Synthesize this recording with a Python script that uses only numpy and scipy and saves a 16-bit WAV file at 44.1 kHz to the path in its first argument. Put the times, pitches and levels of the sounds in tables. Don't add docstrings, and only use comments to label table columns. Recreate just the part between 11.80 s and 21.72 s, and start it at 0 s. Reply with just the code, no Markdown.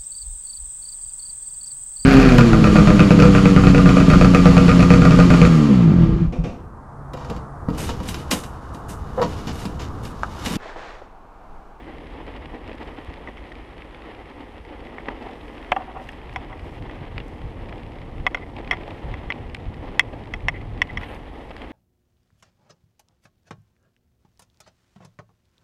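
import sys
import numpy as np
from scipy import signal
from scipy.fft import rfft, irfft
from scipy.io import wavfile

SR = 44100
rng = np.random.default_rng(int(sys.argv[2]) if len(sys.argv) > 2 else 0)


def unload_audio(sound):
    columns = np.transpose(np.atleast_2d(sound))
    steps = np.round(np.clip(columns, -1, 1) * 32767)
    wavfile.write(sys.argv[1], SR, steps.astype(np.int16))


N = 437472
TIME = np.arange(N) / SR


def from_db(db):
    return 10 ** (np.asarray(db) / 20)


def unit_rms(x):
    return x / np.sqrt(np.mean(x ** 2) + 1e-20)


def curves(rows):
    times, *columns = np.transpose(rows)
    return [np.interp(TIME, times, column) for column in columns]


def add(out, start_s, sound):
    start = round(start_s * SR)
    out[start:start + len(sound)] += sound[:N - start]


def swells(rows):
    return sum(from_db(db) * np.sin(np.pi * np.clip((TIME - s) / length, 0, 1)) for s, length, db in rows)


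def drift(corner_hz):
    hz = np.fft.rfftfreq(N, 1 / SR)
    return unit_rms(irfft(rfft(rng.standard_normal(N)) / (1 + (hz / corner_hz) ** 2), N))


def grains(per_s, spread_db):
    sizes = from_db(spread_db * np.minimum(rng.exponential(1, N), 4)) * rng.choice([-1, 1], N)
    return sizes * (rng.random(N) < per_s / SR)


def band(x, low_hz, high_hz):
    return signal.sosfilt(signal.butter(3, [low_hz, high_hz], "band", fs=SR, output="sos"), x)


def colour(x, spectrum):
    size = 8192
    hz, level_db = np.transpose(spectrum)
    log_hz = np.log(np.fft.rfftfreq(size, 1 / SR) + 1)
    beyond = np.maximum(log_hz - np.log(hz[-1]), 0) + np.maximum(np.log(hz[0]) - log_hz, 0)
    gain = from_db(np.interp(log_hz, np.log(hz), level_db))
    cepstrum = irfft(np.log(gain) - 2 * beyond)
    cepstrum[1:size // 2] *= 2
    cepstrum[size // 2 + 1:] = 0
    return signal.fftconvolve(x, irfft(np.exp(rfft(cepstrum))))[:len(x)]


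def pole_pair(hz, width_hz):
    radius, angle = np.exp(-np.pi * width_hz / SR), 2 * np.pi * hz / SR
    return radius, [1, -2 * radius * np.cos(angle), radius * radius]


def resonate(x, modes, in_phase=False):
    out = 0
    for k, (hz, width_hz, level_db) in enumerate(modes):
        radius, poles = pole_pair(hz, width_hz)
        sign = 1 if in_phase else (-1) ** k
        out = out + sign * from_db(level_db) * signal.lfilter([1 - radius, 0, radius - 1], poles, x)
    return out


def contact(chatter, chatter_s):
    t = TIME[:SR // 8]
    force = chatter * rng.standard_normal(len(t)) * np.exp(-(t / chatter_s) ** 2)
    force[0] += 1
    return force


def pushes(rows, rise_cycles):
    out, t = np.zeros(N), TIME[:SR // 4]
    for s, peak_db, hz in rows:
        age = hz * t / rise_cycles
        envelope = from_db(peak_db) * (age * np.exp(1 - age)) ** 2
        add(out, s, -envelope * np.sin(2 * np.pi * hz * t))
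    return out


# (time [s], share covered [0-1])
ARM_COVER = [(0, 0.03), (3.9, 0.03), (4.6, 0.64), (9.15, 1), (9.45, 0)]

def arm_cover():
    return curves(ARM_COVER)[0]


# (frequency [Hz], bandwidth [Hz], gain [dB])
WHINE_TONES = [(10070, 240, -16), (10500, 25, -22)]

def whine():
    level_db = -82.5 - 4 * arm_cover()
    return from_db(level_db) * unit_rms(resonate(rng.standard_normal(N), WHINE_TONES))


# (time [s], level [dB])
AIRSTREAM = [(0, -41.5), (.45, -38.5), (1.15, -40.5), (1.8, -43.5), (3.2, -44), (3.8, -42.5), (4.6, -40),
             (5.2, -36.5), (5.9, -37), (6.95, -38), (7.7, -35.5), (8.25, -35.5), (9.0, -34.5),
             (9.35, -39.5), (9.92, -41)]
# (frequency [Hz], relative level [dB])
STREAM_SPECTRUM = [(15, -8.5), (28, -4), (45, 3), (68, -2.5), (90, -6), (120, -15), (160, -9.5), (220, -24),
                   (500, -33.5)]
WAKE_SPECTRUM = [(15, -20), (28, 0.5), (45, 0.5), (70, -2), (110, -2), (160, -9), (220, -14.5), (400, -38),
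                 (900, -47)]
# (time [s], duration [s], level [dB])
BUFFETS = [(4.985, 0.068, -39), (5.17, 0.081, -37), (5.33, 0.11, -38), (5.61, 0.098, -39), (5.85, .1, -42),
           (6.38, 0.061, -39), (7.23, 0.14, -37), (7.84, 0.08, -37), (8.62, .09, -36), (9.16, 0.049, -35)]
# (time [s], envelope peak [dB], frequency [Hz])
EDDY_THUMPS = [(1.281, -27, 68), (5.008, -27, 80), (5.637, -23, 95), (6.392, -23, 58), (6.402, -29, 130),
               (7.243, -25, 62), (7.875, -30, 71)]

def wind():
    stream_db, = curves(AIRSTREAM)
    cover = arm_cover()
    free = unit_rms(colour(rng.standard_normal(N), STREAM_SPECTRUM))
    wake = unit_rms(colour(rng.standard_normal(N), WAKE_SPECTRUM))
    gust_db = 1.5 * drift(corner_hz=13)
    strength = from_db(stream_db + gust_db) + swells(BUFFETS)
    turbulence = np.sqrt(1 - cover) * free + np.sqrt(cover) * wake
    return strength * turbulence + pushes(EDDY_THUMPS, rise_cycles=0.65)


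# (time [s], duration [s], level [dB])
RUSTLES = [(.95, .35, -82), (3.35, .73, -78), (4.14, .25, -74), (4.47, 0.12, -82), (4.75, .32, -76),
           (5.39, .23, -80), (7.0, .35, -82), (9.19, .22, -69), (9.5, 0.46, -86)]
CRINKLES = [(.95, 0.0056, -61), (1.245, .005, -61), (4.24, .004, -63), (4.317, 0.0055, -64),
            (4.5363, .003, -55), (5.4807, .004, -62), (9.131, .006, -66), (9.346, .003, -53)]
SWEEPS = [(9.18, 0.097, -39.5), (9.24, 0.15, -44)]
# (frequency [Hz], relative level [dB])
HISS_SPECTRUM = [(3000, -5.5), (5000, 8), (7000, -0.5), (8700, 2.5), (9600, -2), (10600, -0.5),
                 (11500, -5.5), (13300, -5), (15000, -16)]
SWEEP_SPECTRUM = [(400, -1), (800, 11), (1300, -1), (2000, 3), (3200, -3), (4200, -14), (5500, -19),
                  (7000, -27)]

def sleeve():
    catching = from_db(2.5 * np.clip(drift(corner_hz=90), -2, 2))
    fidgeting = from_db(-73 + 0.3 * drift(corner_hz=5))
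    strength = fidgeting + swells(RUSTLES) * catching + swells(CRINKLES)
    fibres = grains(per_s=16000, spread_db=5)
    hiss = strength * unit_rms(colour(fibres, HISS_SPECTRUM))
    sweep = swells(SWEEPS) * np.sqrt(catching) * unit_rms(colour(fibres, SWEEP_SPECTRUM))
    return hiss + sweep


# (time [s], base rumble level [dB], base crunch level [dB])
GROUND = [(0.0, -42.5, -52), (1.16, -43, -51), (1.85, -45, -53), (2.29, -44, -51.5), (2.73, -44, -53),
          (3.29, -40, -50), (4.34, -43.5, -51.5), (5.17, -41.5, -52), (6.66, -41.5, -54.5),
          (7.04, -40, -51), (7.9, -41.5, -53), (8.15, -39.5, -50), (8.37, -41.5, -54.5),
          (9.28, -41.5, -51.5), (9.56, -41.5, -52), (9.92, -41.5, -49.5)]

def tread_levels(stroke_s=0.42, dead_centre_s=0.24):
    rumble_db, crunch_db = curves(GROUND)
    slack = 1 - np.abs(np.sin(np.pi * (TIME - dead_centre_s) / stroke_s))
    uneven = drift(corner_hz=8.9)
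    return rumble_db - 1.5 * slack + 0.9 * uneven, crunch_db - slack + 0.95 * uneven


# (frequency [Hz], relative level [dB])
SAND_SPECTRUM = [(1000, -8), (2200, 12.5), (3300, 6), (4200, 0.5), (5450, -20), (5900, -16), (7000, -17),
                 (9000, -29), (14000, -26)]

def sand(crunch_db):
    bunching = from_db(8 * np.clip(drift(corner_hz=45), -2, 2))
    spray = unit_rms(colour(grains(per_s=110 * bunching, spread_db=2.5), SAND_SPECTRUM))
    return from_db(crunch_db - 9.5 + 1.5 * arm_cover()) * spray


# (frequency [Hz], relative level [dB])
RUMBLE_SPECTRUM = [(120, -19), (185, -9), (235, 3), (300, 3.5), (390, -0.5), (500, 0), (630, -5), (800, -3),
                   (1000, -8.5), (1300, -24), (1900, -64), (3500, -36.5)]
CRUNCH_SPECTRUM = [(300, -7.5), (600, 0.5), (900, 6.5), (1200, 6.5), (1500, 0.5), (1950, 7), (2400, 0.5),
                   (3200, -1.5), (4000, -13.5), (5450, -22), (5950, -58), (9000, -47), (15000, -64)]
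# (time [s], duration [s], crunch level [dB], rumble level [dB])
LOOSE_PATCHES = [(0.106, 0.03, -58, -64), (0.214, 0.046, -57, -55), (0.388, 0.045, -49, -44),
                 (0.463, 0.035, -43, -41), (0.545, 0.039, -46, -47), (0.734, 0.031, -44.5, -40),
                 (0.874, 0.051, -46, -39.5), (0.938, 0.017, -55, -49), (0.998, 0.042, -40.5, -38.5),
                 (1.06, 0.043, -43, -47), (1.162, 0.035, -42.5, -52), (1.47, 0.038, -53, -42),
                 (1.564, .014, -42, -46), (1.631, 0.053, -54, -49), (2.272, 0.06, -47, -46),
                 (2.37, 0.066, -49, -46.5), (2.556, 0.027, -63, -66), (3.114, .06, -55, -50),
                 (3.284, 0.01, -32, -34), (6.777, 0.038, -46, -42), (7.076, 0.011, -48, -43),
                 (8.326, .019, -44, -38), (9.708, 0.011, -36.5, -40)]
# (time [s], envelope peak [dB], frequency [Hz])
TYRE_KNOCKS = [(.9155, -25, 480), (3.284, -20.5, 400), (7.0785, -28, 560), (8.334, -27, 480),
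               (9.706, -25, 560)]

def tyres(rumble_db, crunch_db):
    roughness = drift(corner_hz=32)
    drumming = colour(grains(per_s=5000, spread_db=3.5), RUMBLE_SPECTRUM)
    rumble = unit_rms(drumming * from_db(1.1 * roughness))
    crushing = grains(per_s=7000 * from_db(2.5 * roughness), spread_db=3)
    crunch = unit_rms(colour(crushing, CRUNCH_SPECTRUM))
    rolling = from_db(rumble_db + 1) * rumble + from_db(crunch_db + 3.5) * crunch
    loose = unit_rms(colour(grains(per_s=1100, spread_db=-4.5), CRUNCH_SPECTRUM))
    jolts = loose * swells([(s, length, db) for s, length, db, _ in LOOSE_PATCHES])
    jolts += rumble * swells([(s, length, db) for s, length, _, db in LOOSE_PATCHES])
    return rolling + jolts + pushes(TYRE_KNOCKS, rise_cycles=0.39)


def pebbles(per_s=7, peak_db=-35, ring_hz=2230, treble_db=9):
    times = TIME[rng.random(N) < per_s / SR]
    scatter = np.clip(rng.standard_normal((len(times), 3)), -2, 2)
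    return [(s, peak_db - weak, ring_hz * 2 ** (0.15 * small), treble_db + 2 * hard)
            for s, (weak, small, hard) in zip(times, scatter)]


# (time [s], peak level [dB], ring frequency [Hz], treble gain [dB])
LARGE_STONES = [(0.467, -32, 2350, 12), (.54, -32, 2200, -6), (.565, -32.5, 2400, 13),
                (.658, -28, 2230, 10), (.8778, -32, 2370, 13), (.895, -29, 2000, -6),
                (.916, -29, 2400, -10), (.92, -34, 2500, -10), (1.017, -35, 2000, -2),
                (1.03, -33, 2280, 17), (1.0755, -35, 2300, 6), (1.247, -38, 2400, 16),
                (1.34, -28.5, 2470, 12), (1.7547, -32, 2230, 4), (2.007, -37, 2300, -2),
                (2.0208, -30, 2330, -1), (2.147, -30, 2400, 5), (3.258, -29, 1970, -8),
                (3.78, -31, 2200, -4), (3.827, -30.5, 2100, -6), (3.847, -27, 2000, -6),
                (4.416, -34.5, 2300, -2), (4.495, -32, 2400, 3), (5.3805, -16.5, 2550, -2),
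                (5.4023, -25.5, 2900, -1), (5.926, -28, 2030, -10), (6.766, -28.5, 2470, 1),
                (6.785, -31, 2350, 1), (6.847, -32, 2400, 5), (6.876, -26.5, 2370, 2),
                (6.971, -29, 2400, 7), (7.0347, -30, 2400, -3), (7.0788, -33, 2400, 7),
                (7.108, -28, 2630, 2), (7.315, -32, 2400, 7), (7.5224, -14.5, 2550, -3),
                (7.7469, -22.5, 2400, 22.5), (7.7487, -18.5, 2150, -3), (9.766, -27, 2220, 14),
                (9.819, -26, 2350, 10)]
# (frequency [Hz], gain [dB])
SNAP_SPECTRUM = [(400, -2.5), (900, 2), (1500, -1.5), (2100, 0), (2800, -3), (3600, -5.5), (4300, -12),
                 (5200, -16.5), (5900, -32), (7200, -31), (9000, -33), (15000, -50)]

def stones(ring_width_hz=820, ring_db=8.5):
    out = np.zeros(N)
    for s, peak_db, ring_hz, treble_db in LARGE_STONES + pebbles():
        snap = colour(contact(chatter=0.09, chatter_s=0.0032), SNAP_SPECTRUM)
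        snap = snap + resonate(snap, [(ring_hz, ring_width_hz, ring_db)])
        shelf = [(100, 0), (2800, 0), (4800, treble_db / 2), (8000, treble_db), (16000, treble_db - 7)]
        snap = colour(snap, shelf)
        add(out, s, from_db(peak_db) * snap / np.max(np.abs(snap)))
    return out


def rubs(rows, modes, slips_per_s, top_hz):
    ringing = resonate(grains(slips_per_s, spread_db=1.5), modes)
    return swells(rows) * unit_rms(band(ringing, 410, top_hz))


# (lower edge [Hz], upper edge [Hz])
REGISTERS = [(400, 1500), (1500, 2400), (2400, 3650), (3650, 7000), (7000, 15000)]

def blows(rows, modes, balance_db, chatter, bass_db, top_loss_db, in_phase=False):
    out, attack = np.zeros(N), round(0.007 * SR)
    pivot_hz, max_octaves = 1760, 2.35
    centres_hz = np.sqrt(np.prod(REGISTERS, axis=1))
    octaves = np.minimum(np.log2(centres_hz / pivot_hz), max_octaves)
    main = np.argmax([db for _, _, db in modes])
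    for s, level_db, tilt, body_db, chatter_s, ring_hz in rows:
        struck = [(ring_hz if k == main else hz, width, db) for k, (hz, width, db) in enumerate(modes)]
        hit = resonate(contact(chatter, chatter_s), struck, in_phase)
        targets_db = level_db + np.array(balance_db) + tilt * octaves
        targets_db[0] += body_db
        gains = []
        for (low, high), target_db in zip(REGISTERS, targets_db):
            attack_db = 10 * np.log10(np.mean(band(hit, low, high)[:attack] ** 2))
            gains += [(hz, target_db - attack_db) for hz in (low * 1.1, high / 1.1)]
        bass = (100, gains[0][1] + bass_db)
        top = (15000, gains[-1][1] - top_loss_db)
        add(out, s, colour(hit, [bass] + gains[:-1] + [top]))
    return out


# (frequency [Hz], bandwidth [Hz], gain [dB])
HOUSING_MODES = [(220, 500, -14.5), (392, 79, -3.5), (547, 175, 2), (762, 53, 15), (957, 38, 11),
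                 (1140, 100, 5), (1414, 150, -2.5), (1810, 270, -5.5), (2120, 1040, -10.5),
                 (2500, 360, -7.5), (2780, 160, -12), (3260, 58, -14), (5460, 520, -48), (7060, 400, -42),
                 (10500, 790, -58)]
# (time [s], base level [dB], tilt [dB/octave], extra body [dB], chatter [s], main mode [Hz])
HOUSING_KNOCKS = [(3.2842, -35, -7.5, -4.5, 0.0038, 800), (3.9185, -18, 0.9, 3, 0.0039, 770),
                  (3.924, -25, -6, 0.5, 0.0039, 750), (3.9625, -30.5, -1, 6.5, 0.0038, 773),
                  (3.9675, -36.5, -12, -1.5, .0006, 770), (4.2885, -36.5, 4.5, -3, .004, 770),
                  (4.5606, -36, -5, 2.5, 0.0026, 760)]
KNOCK_BALANCE = [1, 0, -5, -25.5, -34.5]
# (time [s], envelope peak [dB], frequency [Hz])
ARM_THUDS = [(3.9195, -25, 210)]
# (time [s], duration [s], level [dB])
HOUSING_SCRAPES = [(3.29, 0.029, -38), (3.42, 0.11, -41.5), (3.97, 0.078, -37), (4.06, 0.073, -38.5),
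                   (4.144, 0.051, -33), (4.18, 0.059, -40.5), (4.69, 0.065, -37.5), (6.912, 0.052, -39)]

def housing():
    knocks = blows(HOUSING_KNOCKS, HOUSING_MODES, KNOCK_BALANCE, chatter=0.18, bass_db=12.5,
                   top_loss_db=3)
    scrapes = rubs(HOUSING_SCRAPES, HOUSING_MODES, slips_per_s=3800, top_hz=3000)
    return knocks + scrapes + pushes(ARM_THUDS, rise_cycles=0.39)


# (frequency [Hz], bandwidth [Hz], gain [dB])
LOOSE_MODES = [(2040, 50, 6), (3310, 130, -21)]
# (time [s], duration [s], level [dB])
BUZZES = [(6.612, 0.033, -42), (6.915, 0.054, -41), (8.738, 0.045, -36.5), (8.795, 0.042, -51),
          (9.038, .018, -43), (9.085, .026, -37.5)]

def mount_buzz():
    return rubs(BUZZES, LOOSE_MODES, slips_per_s=6400, top_hz=3600)


# (frequency [Hz], bandwidth [Hz], gain [dB])
MOUNT_MODES = [(770, 61, 0), (1032, 100, -3.5), (1190, 115, 0), (1445, 150, -4), (1860, 170, 13.5),
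               (2548, 94, 4.5), (2980, 88, -4), (3294, 140, 3), (4300, 650, -7), (5370, 240, 5),
               (6020, 200, -19), (6940, 420, -7.5), (8700, 260, 5.5), (10700, 500, -13)]
# (time [s], base level [dB], tilt [dB/octave], extra body [dB], chatter [s], main mode [Hz])
CLACKS = [(1.474, -36.5, -6, -5, 0.004, 2000), (1.4855, -42, -2.5, -3, 0.0046, 1940),
          (1.579, -46, 2, -4, 0.0055, 2090), (1.7185, -42, -2, -1, 0.0039, 1890),
          (3.183, -36.5, -8, -6, .003, 1960), (3.2845, -31.5, -3.5, 0, .003, 1970),
          (4.5603, -30, 4, 12, 0.0072, 2050), (4.727, -41.5, -5, -12, 0.008, 1930),
          (5.0962, -42, -2, 3, 0.0036, 2010), (6.4657, -17.5, 1.4, 3.5, .0045, 1990),
          (6.4735, -30, -7, 0, 0.0052, 2020), (6.5462, -23.5, 1.5, 4.5, 0.0056, 2050),
          (6.573, -41.5, -4, 5, .007, 2090), (6.911, -18, 3, 2, 0.0081, 2020),
          (6.922, -28, -6, -3, .009, 2050), (6.931, -30.5, 1.5, 6.5, .0084, 1980),
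          (7.3405, -35.5, 0, 3, .002, 2020), (7.5028, -24, -2, -4.5, 0.007, 1990),
          (8.1948, -11.5, 6, 1, 0.0032, 2040), (8.205, -28, 3, 2, 0.0068, 2080),
          (8.5378, -27.5, 3, 0.5, 0.0054, 1980), (8.6841, -18, 3.5, 4, 0.0053, 2010),
          (8.6925, -31.5, -1, 2, 0.0059, 2020), (9.0178, -15.5, 3, -1, 0.0069, 1970),
          (9.1727, -26.5, 2, -1, 0.0074, 2020), (9.232, -35.5, 0.5, 0, .0065, 2000)]
CLACK_BALANCE = [-4, 2, -7.5, -24, -37.5]

def mount_clacks():
    hits = blows(CLACKS, MOUNT_MODES, CLACK_BALANCE, chatter=0.08, bass_db=-7, top_loss_db=13,
                 in_phase=True)
    _, poles = pole_pair(hz=2150, width_hz=1300)
    return signal.lfilter(poles[::-1], poles, hits + 1e-18)


def scene():
    rumble_db, crunch_db = tread_levels()
    camera = mount_clacks() + housing() + mount_buzz() + whine()
    mix = camera + wind() + sleeve() + tyres(rumble_db, crunch_db) + sand(crunch_db) + stones()
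    return mix[None]


def record(dry):
    ceiling, cutoff_hz = 0.96, 15100
    low_pass = signal.ellip(10, 0.1, 80, cutoff_hz, fs=SR, output="sos")
    return signal.sosfilt(low_pass, np.clip(dry, -ceiling, ceiling))


dry = scene()
out = record(dry)
unload_audio(out)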